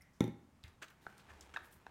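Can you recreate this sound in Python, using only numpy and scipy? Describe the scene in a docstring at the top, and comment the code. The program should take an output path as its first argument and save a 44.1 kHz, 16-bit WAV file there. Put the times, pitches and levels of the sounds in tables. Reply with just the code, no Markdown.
"""Stirring a bowl of slime

A plastic bottle is set down on a wooden table and rocks twice: ringing modes with short noise bursts.
Fingers and a spoon tap plastic as filtered noise bursts; the bowl knocks as modes and drags as low noise.
The slime peels in showers of tiny rings over a soft crackle, and air pockets pop as sinking tones.
A small, quiet room answers with a brief noise-built echo, over a faint, steady room tone."""
import sys
import numpy as np
from scipy import signal
from scipy.fft import rfft, irfft
from scipy.io import wavfile

SR = 44100
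rng = np.random.default_rng(int(sys.argv[2]) if len(sys.argv) > 2 else 0)


def dump_mix(stems):
    """Bounce the given channels to the path in sys.argv[1] as a 16-bit WAV at rate SR."""
    frames = np.atleast_2d(stems).T  # one column per channel
    limited = np.clip(frames, -1, 1)  # hard clip at full scale
    pcm = np.round(limited * 32767).astype(np.int16)
    wavfile.write(sys.argv[1], SR, pcm)


N = 83790
T = np.arange(N) / SR  # time axis [s]

# Bottle meeting the table: (time [s], thud level [dB], bottle ring level [dB], tick level [dB])
BOTTLE_LANDINGS = [(0.2062, -14.5, -31, -44.5), (0.2408, -28, -43.5, -55), (0.2780, -30, -55.5, -61.5)]
# Table top modes: (frequency [Hz], level within the thud [dB], t60 [s])
TABLE_MODES = [(244, 3.5, 0.02), (398, -12.5, 0.0092), (81.4, -35.5, 0.77), (118.5, -18, 0.4),
               (166.5, -15.5, 0.23), (211.5, -22, 0.17), (238, -26, 0.23), (285, -18, 0.13),
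               (343.4, -23.5, 0.26), (368.6, -30, 0.32), (426.5, -25, 0.1), (512, -38, 0.23),
               (812, -31, 0.27), (872, -33.5, .22)]
# Bottle shell modes: (frequency [Hz], level within the ring [dB], t60 [s])
BOTTLE_MODES = [(1045, -9.5, 0.029), (1335, -12, 0.048), (1875, -24, 0.058), (2193, -6, .025),
                (3607, -7.5, 0.021), (3630, -6.5, 0.012), (5870, -7, 0.0063)]
THUD_LAG_S, THUD_RISE_S = 0.00134, 0.00097  # the table top gives way just after the contact
THUD_LOW_HZ = 98  # the table top radiates little below this
TICK_HZ, TICK_OCTAVES, TICK_T60_S = 7400, 2.0, 0.018
# The bottle's many crowded modes, as one noise burst; level relative to the ring
CLATTER_DB, CLATTER_HZ, CLATTER_OCTAVES, CLATTER_T60_S = -20, 1940, 0.64, 0.24

# Slime peeling from spoon and bowl:
# (time [s], rise [s], fall time constant [s], hollow level [dB], smack level [dB], fizz level [dB])
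PEELS = [(0.816, 0.014, 0.0057, -43, -51.5, -64.5), (0.8403, 0.00056, 0.0051, -50, -59.5, -74),
         (0.881, 0.0015, .006, -58, -61, -74), (0.9, 0.0018, 0.013, -59.5, -71, -72.5),
         (1.008, 0.018, 0.075, -73, -75.5, -79), (1.068, 0.021, 0.03, -75, -97, -83),
         (1.165, 0.037, 0.015, -65.5, -68.5, -83), (1.1795, 0.00084, 0.0021, -77, -59, -67),
         (1.278, .025, 0.015, -58, -72, -87), (1.413, 0.012, 0.01, -68, -60.5, -88),
         (1.538, 0.0027, 0.0083, -48, -56, -78), (1.624, 0.03, 0.017, -77, -79, -67.5),
         (1.708, 0.024, 0.02, -76, -73.5, -65.5)]
# Hollow body, wet smack and fine fizz of the peeling slime, each made of grain families:
# (centre frequency [Hz], pitch spread [octaves], relative level [dB], t60 [s])
HOLLOW_GRAINS = [(374, .4, -16, 0.075), (1140, 0.55, -10, 0.011), (1600, 0.21, 3, 0.0088),
                 (2460, 0.3, -4, 0.0053)]
SMACK_GRAINS = [(3550, 0.47, -2.5, 0.0047), (6400, 0.58, -5, 0.0044)]
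FIZZ_GRAINS = [(9700, 0.47, 0.21, 0.0013), (13400, 0.27, -2, 0.0021)]
GRAINS_PER_S, GRAIN_SPREAD_DB = 2000, 3

# Air pockets popping, the last four levels relative to the pop level:
# (time [s], start frequency [Hz], glide [octaves/s], swell time [s], pop level [dB],
#  lower mode level [dB], skin ring level [dB], snap level [dB], push level [dB])
POCKET_POPS = [(1.0661, 1565, -52, 0.0016, -36, -3.5, -28, -21, -1.5),
               (1.562, 1774, -34, 0.0019, -30.5, -10.5, -13, -22, -26),
               (1.5698, 1837, -180, 0.0023, -35.5, -12.5, -6.5, -12.5, -18),
               (1.866, 1710, -46, 0.0014, -44, 3.5, -12.5, -14.5, -0.5)]
# Ringing skin of a pocket: (frequency [Hz], relative level [dB], t60 [s])
SKIN_MODES = [(2622, 2.5, 0.015), (3710, -2, 0.013)]
LOWER_RATIO, POP_SHAPE = 0.532, 0.93  # lower mode's pitch ratio; exponent of the swell
SNAP_HZ, SNAP_OCTAVES, SNAP_T60_S = 3030, 1.05, 0.017  # the skin of the pocket tears
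PUSH_HZ, PUSH_T60_S = 417, 0.0055  # the mass of slime springs back

# Effort of the soft churning under the spoon: (time [s], level [dB])
STIRRING_EFFORT = [(0.60, -107), (0.65, -69.5), (0.71, -72), (0.78, -85.5), (0.97, -76.5), (1.12, -67),
                   (1.25, -68.5), (1.33, -62.5), (1.39, -66), (1.47, -64.5), (1.53, -67.5), (1.65, -65.5),
                   (1.78, -73.5), (1.9, -70)]
# Tone of the churning: (frequency [Hz], relative spectral level [dB])
CHURN_TONE = [(150, -3.5), (350, 7.5), (600, 0.5), (900, 5.5), (1500, -1.5), (2500, -3), (4500, -12.5),
              (9000, -18.5), (16000, -29.5)]
CRACKLE_PER_S, CRACKLE_SPREAD_DB = 5000, 4

# Light contacts of fingers and spoon on plastic:
# (time [s], level [dB], centre frequency [Hz], width [octaves], t60 [s])
PLASTIC_TAPS = [(0.008, -68, 2020, 0.35, 0.48), (0.0107, -68, 9500, .5, 0.037),
                (0.020, -60, 5380, 0.21, 0.024), (0.02, -65, 10700, 1, 0.019),
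                (0.133, -79, 5570, 1.4, 0.83), (0.6318, -64.5, 4560, 0.3, 0.027),
                (0.6388, -44.5, 3390, 0.66, 0.0078), (0.641, -59.5, 1940, 1.1, 0.2),
                (0.679, -65, 3980, 2.3, 0.045), (1.4094, -51, 5740, 1.14, 0.022)]
# Nudges of the bowl on the table: (time [s], level [dB])
BOWL_NUDGES = [(0.639, -46), (1.306, -57.5)]
NUDGE_RISE_S = 0.0078
# Bowl modes: (frequency [Hz], relative level [dB], t60 [s])
BOWL_MODES = [(78.6, 0, 0.228), (99.6, -3.5, 0.18), (210, -26, 0.045)]
# Bowl dragging on the table: (time [s], level [dB])
DRAG_LEVEL = [(0, -67.5), (0.6, -97), (1.0, -78.5), (1.3, -68), (1.6, -67), (1.9, -73)]
DRAG_HZ, DRAG_OCTAVES = 72.4, 0.35

# Echo of the room: (frequency [Hz], level [dB])
ECHO_LEVEL = [(60, -49.5), (250, -7), (700, -8.5), (1600, -10), (4000, -9), (8000, -10.5), (16000, -4)]
# Decay of the echo: (frequency [Hz], t60 [s])
ECHO_T60 = [(100, 0.48), (600, 0.38), (1600, 0.55), (4000, 0.33), (12000, 0.21)]
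ECHO_DELAY_S = 0.0021
# Tone of the quiet room: (frequency [Hz], relative spectral level [dB])
AIR_TONE = [(25, -8), (60, -7), (200, -7.5), (400, -20), (1100, -21), (2000, -27.5), (4000, -35.5),
            (7000, -36.5), (16000, -45.5)]
AIR_DB = -68
THIN_HZ, TOP_HZ = 35, 15900  # edges of the recorder's range


def amp(db):
    """Decibels to gain."""
    return 10 ** (np.asarray(db) / 20)


def unit(x):
    """Scale by the standard deviation, giving a zero-mean sound an rms of 1."""
    return x / (np.std(x) + 1e-12)


def since(start):
    """Seconds since a moment, zero before it."""
    return np.maximum(T - start, 0)


def fade(t, t60):
    """Exponential decay by 60 dB in t60 seconds."""
    return np.exp(-np.log(1000) * t / t60)


def curve(x, points):
    """Straight lines through a table of points."""
    return np.interp(x, *np.array(points, float).T)


def over_hz(hz, points):
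    """Straight lines through points on a log-frequency axis."""
    f, v = np.array(points, float).T
    return np.interp(np.log(hz), np.log(f), v)


def bins():
    """Frequencies of the spectrum's bins, held at 1 Hz or above for the logarithms."""
    return np.maximum(np.arange(N // 2 + 1) * SR / N, 1)


def colour(x, points):
    """Shape a steady sound's spectrum by (frequency [Hz], level [dB]) points; rms 1."""
    return unit(irfft(rfft(x) * amp(over_hz(bins(), points)), N))


def band(x, hz, octaves):
    """Pass a steady sound through one broad resonance; rms 1."""
    distance = np.log2(bins() / hz) / (octaves * 0.47)  # gain is halved at a distance of 1
    return unit(irfft(rfft(x) / (1 + distance ** 2), N))


def ring(modes, start):
    """Decaying modes struck at one moment."""
    t = since(start)
    return sum(amp(db) * np.sin(2 * np.pi * hz * t) * fade(t, t60) for hz, db, t60 in modes)


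def burst(start, hz, octaves, t60):
    """A burst of band-shaped noise that starts at once and decays."""
    return band(rng.standard_normal(N), hz, octaves) * (T >= start) * fade(since(start), t60)


def bottle():
    """Each landing ticks, rings the bottle and thuds the table top, which radiates little deep bass."""
    thuds, shell = 0, 0
    for start, thud_db, ring_db, tick_db in BOTTLE_LANDINGS:
        thud_start = start + THUD_LAG_S
        push = 1 - np.exp(-since(thud_start) / THUD_RISE_S)
        thuds = thuds + amp(thud_db) * push * ring(TABLE_MODES, thud_start)
        clatter = amp(CLATTER_DB) * burst(start, CLATTER_HZ, CLATTER_OCTAVES, CLATTER_T60_S)
        shell = shell + amp(ring_db) * (ring(BOTTLE_MODES, start) + clatter)
        shell = shell + amp(tick_db) * burst(start, TICK_HZ, TICK_OCTAVES, TICK_T60_S)
    bass_cut = signal.butter(2, THUD_LOW_HZ, "high", fs=SR, output="sos")
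    return shell + signal.sosfilt(bass_cut, thuds)


def grains(hz, octaves, t60):
    """Tiny bubbles and threads bursting, each a brief ring at its own pitch; rms 1."""
    count = int(GRAINS_PER_S * N / SR)
    starts = rng.integers(0, N, count)
    pitch = hz * 2 ** (octaves * rng.standard_normal(count) / 2)
    pitch = np.minimum(pitch, 0.45 * SR)
    size = amp(GRAIN_SPREAD_DB * np.minimum(rng.exponential(size=count), 5))
    size = size * np.sign(rng.standard_normal(count))
    k = np.arange(int(t60 * SR) + 2)  # samples within one grain
    waves = size[:, None] * np.sin(2 * np.pi * pitch[:, None] * k / SR) * fade(k / SR, t60)
    places = starts[:, None] + k
    return unit(np.bincount(places.ravel(), waves.ravel(), N)[:N])


def squelches():
    """Peeling slime bursts into grains: a hollow body, a wet smack and a fine fizz."""
    rows, out = np.array(PEELS), 0
    shapes = np.array([np.minimum(since(start) / rise, 1) * np.exp(-since(start + rise) / fall)
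                       for start, rise, fall in rows[:, :3]])
    for levels_db, families in zip(rows[:, 3:].T, (HOLLOW_GRAINS, SMACK_GRAINS, FIZZ_GRAINS)):
        texture = unit(sum(amp(db) * grains(hz, octaves, t60) for hz, octaves, db, t60 in families))
        envelope = amp(levels_db) @ shapes  # all peels summed
        out = out + envelope * texture
    return out


def pops():
    """A pocket snaps open: two cavity modes swell, sink in pitch and die as the mass springs back."""
    out = 0
    for start, hz, glide, length, db, lower_db, skin_db, snap_db, push_db in POCKET_POPS:
        t = since(start)
        phase = 2 * np.pi * np.cumsum(hz * 2 ** (glide * t) * (t > 0)) / SR
        swell = (t / length * np.exp(1 - t / length)) ** POP_SHAPE
        swell = swell * np.exp(-(t / (2.38 * length)) ** 4)  # cuts the tail short
        cavity = swell * (np.sin(phase) + amp(lower_db) * np.sin(LOWER_RATIO * phase))
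        skin = amp(skin_db) * ring(SKIN_MODES, start)
        snap = amp(snap_db) * burst(start, SNAP_HZ, SNAP_OCTAVES, SNAP_T60_S)
        push = ring([(PUSH_HZ, push_db, PUSH_T60_S)], start + length)
        out = out + amp(db) * (cavity + skin + snap + push)
    return out


def crackle():
    """Dense tiny snaps of sticky threads, a few much larger than the rest."""
    size = amp(CRACKLE_SPREAD_DB * np.minimum(rng.exponential(size=N), 5))
    snaps = rng.random(N) < CRACKLE_PER_S / SR
    return snaps * size * np.sign(rng.standard_normal(N))


def churning():
    """The soft wet grain of the mass: coloured crackle following the effort of stirring."""
    return amp(curve(T, STIRRING_EFFORT)) * colour(crackle(), CHURN_TONE)


def handling():
    """Fingers and spoon tap the plastic; the bowl rings low when nudged and rumbles when dragged."""
    taps = sum(amp(db) * burst(start, hz, octaves, t60) for start, db, hz, octaves, t60 in PLASTIC_TAPS)
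    nudges = sum(amp(db) * ring(BOWL_MODES, start) * np.minimum(since(start) / NUDGE_RISE_S, 1)
                 for start, db in BOWL_NUDGES)
    drag = amp(curve(T, DRAG_LEVEL)) * band(rng.standard_normal(N), DRAG_HZ, DRAG_OCTAVES)
    return taps + nudges + drag


def room(x):
    """Diffuse echo of a small room: a noise tail in which each octave decays at its own rate."""
    noise, tail = rfft(rng.standard_normal(N)), 0
    for hz in 62.5 * 2 ** np.arange(9):
        t60 = over_hz(hz, ECHO_T60)
        overlap = np.maximum(1 - abs(np.log2(bins() / hz)), 0)  # neighbouring octaves crossfade
        octave = irfft(noise * overlap, N)
        energy = np.sqrt(2 * np.log(1000) / (t60 * SR))  # offsets the extra energy of a longer decay
        tail = tail + amp(over_hz(hz, ECHO_LEVEL)) * octave * fade(since(ECHO_DELAY_S), t60) * energy
    return signal.fftconvolve(x, tail * (T > ECHO_DELAY_S))[:N]


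def room_tone():
    """The steady hush of the room: coloured noise."""
    return amp(AIR_DB) * colour(rng.standard_normal(N), AIR_TONE)


def scene():
    """All sources close to the microphone, with the room's echo and tone."""
    near = bottle() + handling() + pops() + squelches() + churning()
    return (near + room(near) + room_tone())[None]


def record(dry):
    """The recorder thins the deep bass gently and cuts the top steeply."""
    thin = signal.sosfilt(signal.butter(1, THIN_HZ, "high", fs=SR, output="sos"), dry)
    return signal.sosfilt(signal.ellip(8, 0.2, 70, TOP_HZ, fs=SR, output="sos"), thin)


dry = scene()
out = record(dry)
dump_mix(out)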